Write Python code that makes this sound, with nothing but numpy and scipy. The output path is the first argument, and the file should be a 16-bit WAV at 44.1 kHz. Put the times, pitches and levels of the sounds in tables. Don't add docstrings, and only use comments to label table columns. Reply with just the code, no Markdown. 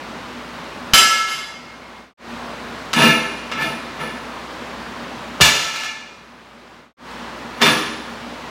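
import sys
import numpy as np
from scipy import signal
from scipy.fft import rfft, irfft, next_fast_len
from scipy.io import wavfile
from scipy.ndimage import uniform_filter1d

SR = 44100
rng = np.random.default_rng(int(sys.argv[2]) if len(sys.argv) > 2 else 0)


def generate_wav(sig):
    pcm = np.round(np.clip(np.atleast_2d(sig).T, -1, 1) * 32767).astype(np.int16)
    wavfile.write(sys.argv[1], SR, pcm)


N = 374850
STEP = 20

SHOT_CUTS_S = [2.155, 6.95]
# [start_s, level_db, touch_lead_s, touch_level_db, thud_db, gain_drop_db]
BAR_LANDINGS = [(.935, -1.5, .009, -22, -17.5, 6), (5.408, -2, .005, -8, 4, 11)]


def amp(db):
    return 10 ** (np.asarray(db) / 20)


def unit(x):
    return x / np.sqrt(np.mean(x ** 2) + 1e-20)


def along(points, hz):
    point_hz, values = np.transpose(points)
    return np.interp(np.log(hz + 1), np.log(point_hz + 1), values)


def filtered(x, response):
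    size = next_fast_len(N + 2 * SR)
    spectrum = rfft(x, size) * response(np.fft.rfftfreq(size, 1 / SR))
    return irfft(spectrum, size)[..., :N]


def resonances(rows):
    def response(hz):
        total = 0
        for k, (center, width, db) in enumerate(rows):
            damping = 1j * hz * width
            total = total + (-1) ** k * amp(db) * damping / (center * center - hz * hz + damping)
        return total
    return response


def fan_gain():
    shot_levels = [-33, -32, -33]
    drop_s, dip_s, dip_db = .4, .32, 5
    t = np.arange(N) / SR
    shot = np.searchsorted(SHOT_CUTS_S, t)
    gain_db = np.array(shot_levels, float)[shot]
    for start, *_, gain_drop_db in BAR_LANDINGS:
        same_shot = shot == np.searchsorted(SHOT_CUTS_S, start)
        after = np.maximum(t - start, 0) * same_shot
        u = (after / dip_s) ** 2
        gain_db -= gain_drop_db * (1 - np.exp(-(after / drop_s) ** 2))
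        gain_db -= dip_db * u * np.exp(1 - u)
    return amp(gain_db)


def fan(patchy_db):
    # [pitch_hz, level_db]
    air_color = [(18, -55), (30, -52), (48, -15), (120, -11.5), (188, -7), (238, -5), (278, -7.5),
                 (446, -10), (595, -8), (679, -10), (1030, -7.5), (2270, -15.5), (4250, -22), (14600, -47),
                 (15800, -42)]
    # [pitch_hz, width_hz, peak_db]
    drone_modes = [(239.2, 16, 0)]
    noise = signal.stft(rng.standard_normal(N), nperseg=512)[2]
    patches = uniform_filter1d(rng.standard_normal(noise.shape), 6, 0)
    patches = uniform_filter1d(patches, 14, 1)
    air = signal.istft(noise * amp(patchy_db * unit(patches)), nperseg=512)[1][:N]
    rush = unit(filtered(air, lambda hz: amp(along(air_color, hz))))
    wavering = filtered(rng.standard_normal(N), lambda hz: resonances(drone_modes)(hz) ** 2)
    drone = amp(-10) * unit(wavering)
    hum = amp(-10) * np.sin(2 * np.pi * 60 * np.arange(N) / SR)
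    return (rush + drone + hum) * fan_gain()


def bursts():
    # [start_s, level_db, t60_s, plate_ring_db]
    rattles = [(.975, -9.5, .06, 12.5), (1.001, -17, .14, 3), (1.09, -23, .16, 7.5), (1.149, -25.5, .3, 6),
               (1.26, -24.5, .38, 11), (1.34, -29.5, .33, 8), (5.444, -9, .1, -6), (5.53, -22, .55, 3.5),
               (5.72, -23.5, .45, 5), (5.83, -23.5, .14, 4)]
    # [start_s, level_db, rise_s, t60_s, hardness_hz, plate_ring_db, bar_ring_db]
    clanks = [(2.931, -16.5, .0012, .14, 6000, .6, -5.5), (2.955, -9, .021, .19, 2450, 9, 10.5),
              (2.982, -11, .0074, .45, 2550, -1.5, -5), (3.018, -15, .0035, .29, 3200, 7, 9),
              (3.515, -19, .0005, .076, 2600, 4, -12), (3.574, -15.5, .0114, .12, 1500, 7, -1.5),
              (3.597, -17, .013, .25, 2430, 4.5, 3.5), (3.99, -20, .0088, .26, 1500, 3.5, .6),
              (7.56, -33, .0089, .134, 2100, 1.1, 3), (7.598, -18, .0061, .1, 1500, 6, 1.1),
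              (7.612, -3.5, .004, .13, 3500, -.6, .3), (7.655, -9, .0017, .25, 3000, -15, 1.5),
              (7.76, -17, .025, .24, 3040, -12, -2.1)]
    # [start_s, level_db]
    ticks = [(3.34, -48), (3.62, -26), (4.005, -40), (8.095, -43)]
    # [rise_s, t60_s, hardness_hz, plate_ring_db, bar_ring_db]
    touch = (.0007, .011, 2000, -10.5, -18)
    # [rise_s, t60_s, hardness_hz, plate_ring_db, bar_ring_db]
    slam = (.0006, .065, 15000, 3, -17)
    # [rise_s, t60_s, hardness_hz, plate_ring_db, bar_ring_db, thud_db]
    tick = (.002, .05, 9000, -2.1, 9, -40)
    usual_db, first_hard_hz, usual_thud_db, rattle_bar_db = -22, 15000, -29, -13
    usual_rise_s, usual_t60_s = .04, .4
    heavier = 1.5
    softens_s = .27
    rows = []
    for start, level, lead, touch_db, thud_db, _ in BAR_LANDINGS:
        rows.append((start - lead, touch_db, *touch, thud_db + 11))
        rows.append((start, level, *slam, thud_db))
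    for start, level, t60, plate_db in rattles:
        since = min(start - row[0] for row in BAR_LANDINGS if row[0] < start)
        rise = usual_rise_s * (t60 / usual_t60_s) ** 1.5
        hard_hz = first_hard_hz / (1 + since / softens_s)
        thud_db = usual_thud_db + heavier * (level - usual_db)
        rows.append((start, level, rise, t60, hard_hz, plate_db, rattle_bar_db, thud_db))
    rows += [(*clank, -29) for clank in clanks]
    return rows + [(start, level, *tick) for start, level in ticks]


def softness(hz, hard_hz):
    return 1 / (1 + (hz / hard_hz) ** 2)


def blows(per_s):
    # [pitch_hz, level_db]
    crack_color = [(80, -54), (150, -13.5), (400, -5.5), (900, -.3), (1300, 6), (2000, 1.5), (3100, 5),
                   (7000, 1.5), (8500, -4.5), (12000, -3), (15500, -9.5)]
    # [pitch_hz, width_hz, peak_db]
    platform_modes = [(75, 50, -1.5), (122, 71, -4), (297, 160, -9)]
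    crack, floor = np.zeros(N + SR), np.zeros(N + SR)
    t = np.arange(SR // 2) / SR
    hz = np.fft.rfftfreq(len(t), 1 / SR)
    for start, level, rise, t60, hard_hz, _, _, thud_db in bursts():
        happens = rng.random(len(t)) < per_s / SR
        taps = rng.standard_normal(len(t)) * happens * np.sqrt(SR / per_s)
        taps *= amp(level - 60 * t / t60) * (1 - np.exp(-t / rise))
        force = irfft(rfft(taps) * softness(hz, hard_hz), len(t))
        first = round(start * SR)
        crack[first:][:len(t)] += force
        floor[first:][:len(t)] += amp(thud_db) * force
    crack_sound = filtered(crack[:N], lambda hz: amp(along(crack_color, hz) + 5.5))
    thud = filtered(floor[:N], resonances(platform_modes)) * amp(18)
    return crack_sound + thud


def strengths(rate, size):
    start, level, rise, t60 = np.transpose(bursts())[:4, :, None]
    t = np.maximum(np.arange(size) / rate - start, 0)
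    return amp(level - 60 * t / t60) * (1 - np.exp(-t / rise))


def ring(pitches, modes, drive_db, hard_hz, scatter_db, rough, flutter_hz, widen_hz=2200):
    rate, size = SR / STEP, N // STEP + 2
    power = strengths(rate, size) ** 2
    at, out = np.arange(size) * STEP, np.zeros(N)
    for hz, (db, t60) in zip(pitches, modes):
        scatter = scatter_db * rng.standard_normal(len(power))
        share = amp(db + drive_db + scatter) * softness(hz, hard_hz)
        keep = amp(-120 / (t60 * rate))
        stored = signal.lfilter([1], [1, -keep], share ** 2 @ power)
        smooth = np.exp(-2 * np.pi * flutter_hz * np.hypot(1, hz / widen_hz) / rate)
        noise = rng.standard_normal((2, size))
        a, b = unit(signal.lfilter([1], [1, -2 * smooth, smooth ** 2], noise))
        swing = np.sqrt(stored) * np.hypot(1 + rough * a, rough * b)
        phase = np.unwrap(np.arctan2(rough * b, 1 + rough * a)) + rng.uniform(0, 2 * np.pi)
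        t = np.flatnonzero(np.repeat(stored > 1e-9, STEP)[:N])
        out[t] += np.interp(t, at, swing) * np.cos(2 * np.pi * hz / SR * t + np.interp(t, at, phase))
    return out


def iron():
    lone_pitches, stack_pitches = [894, 1311, 1701, 2129, 2146, 2593, 2807, 3050, 3424, 3736, 3978, 1326,
                                   4554, 4732, 4783, 4899, 5103, 5739, 6185, 6506, 6662, 7590, 8056, 8535,
                                   9082, 10115, 10153, 12301, 12675, 13340], [886, 7040, 1750, 1326, 1717, 2125, 2159, 2318, 2425,
                                                    2600, 2812, 2850, 3440, 3575, 6270, 3990, 7300, 4113,
                                                    4412, 4708, 4780, 5106, 5338, 5685, 5782, 6065, 6387,
                                                    8000, 6480, 6904]
    bar_pitches, sleeve_pitches = [156, 232, 310, 405, 499, 657, 927], [8280, 9400, 9770, 10870, 11150, 13640, 14500]
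    # [level_db, t60_s]
    lone_modes, stack_modes = [(-23, .8), (-5.5, 0.76), (-2.5, 0.7), (-9, 1.1), (-8, 1.5), (-11.5, 0.59),
                               (-5.5, 0.56), (2.5, 0.25), (-10.5, 0.54), (-22, 0.48), (-6, 0.34),
                               (-1.5, 0.8), (-14, 0.51), (-10, 0.57), (-11.5, 0.56), (-5.5, 0.6),
                               (-7, 0.61), (-15, 0.49), (-10, 0.55), (-18.5, 0.35), (-8.5, 0.47),
                               (-5.5, 0.46), (-15, 0.45), (-18, 0.45), (-13, 0.39), (-9, 0.45), (-12, 0.45),
                               (-10, 0.35), (-13, 0.35), (-13, 0.33)], [(-10.5, 0.6), (-14.5, 0.33), (-2.5, 0.51), (-1.5, 0.45),
                                             (-3.5, 0.51), (-10.5, 0.76), (-7.5, 0.56), (-5, 0.51),
                                             (-9, 0.7), (-8, 0.55), (-6.5, 0.55), (-4, 0.39), (-7, 0.4),
                                             (-7, 0.41), (-27, 0.61), (-12.5, 0.66), (-20.5, 0.52),
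                                             (-13, 0.52), (-12.5, 0.6), (-13, 0.42), (-18.5, 0.5),
                                             (-11.5, 0.5), (-21, 0.49), (-14, 0.49), (-10, 0.49),
                                             (-14, 0.55), (-23, 0.48), (-14, 0.39), (-16.5, 0.42),
                                             (-19, 0.7)]
    bar_modes, sleeve_modes = [(-4.5, 0.39), (-3.5, 0.42), (-8.5, 0.57), (-7.5, 0.63), (-5.5, 0.38),
                               (-6.5, 0.33), (-3.5, 0.13)], [(-11, 0.41), (-18.5, .3), (-2.5, 0.7), (-10.5, 0.52),
                                            (-17.5, 0.44), (-3, 0.39), (-5, 0.13)]
    more_plates_s, silent_db = 2.15, -200
    start, _, _, _, hard_hz, plate_db, bar_db, _ = np.transpose(bursts())
    light = start < more_plates_s
    lone_db = np.where(light, plate_db, silent_db)
    stack_db = np.where(light, silent_db, plate_db)
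    lone = ring(lone_pitches, lone_modes, lone_db - 25.0, hard_hz,
                scatter_db=1.8, rough=0.5, flutter_hz=14)
    stack = ring(stack_pitches, stack_modes, stack_db - 25, 1.65 * hard_hz,
                 scatter_db=2.5, rough=0.85, flutter_hz=19)
    bar = ring(bar_pitches, bar_modes, bar_db - 30, hard_hz,
               scatter_db=2.5, rough=1.48, flutter_hz=18.7)
    sleeves = ring(sleeve_pitches, sleeve_modes, bar_db - 44.5, np.inf,
                   scatter_db=2, rough=1.44, flutter_hz=50)
    return lone + stack + bar + sleeves


def garage(x, wet_db):
    # [pitch_hz, t60_s]
    wall_fading = [(100, 0.35), (500, 0.93), (2000, 0.87), (6000, 0.93), (14000, 0.38)]
    out, stretch = np.zeros(N + 2 * SR), SR // 4
    for i in range(0, N, stretch):
        hz, t, noise = signal.stft(rng.standard_normal(SR), SR, nperseg=256)
        fading = amp(-60 * t / along(wall_fading, hz)[:, None])
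        tail = signal.istft(noise * fading, SR, nperseg=256)[1]
        wet = signal.fftconvolve(x[i:i + stretch], tail / np.linalg.norm(tail))
        out[i + 200:][:len(wet)] += wet
    return amp(wet_db) * out[:N]


def fades(gap, length):
    t = np.arange(N) / SR
    away = np.min(np.abs(t - np.array(SHOT_CUTS_S)[:, None]), axis=0)
    return np.clip((away - gap) / length, 0, 1) ** 0.99


def scene():
    background = fan(patchy_db=0.7)
    hits, rings = blows(per_s=2500), iron()
    echo = garage(hits + amp(-5.5) * rings, wet_db=-3)
    sound = hits + rings + echo + background
    return (sound * fades(gap=0.018, length=0.15))[None]


def record(dry):
    bass_hz, limit, top_hz = 38, .93, 15900
    x = filtered(dry, lambda hz: (1j * hz / (bass_hz + 1j * hz)) ** 4)
    x = x / (1 + np.abs(x / limit) ** 8) ** (1 / 8)
    return filtered(x, lambda hz: hz < top_hz)


dry = scene()
out = record(dry)
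generate_wav(out)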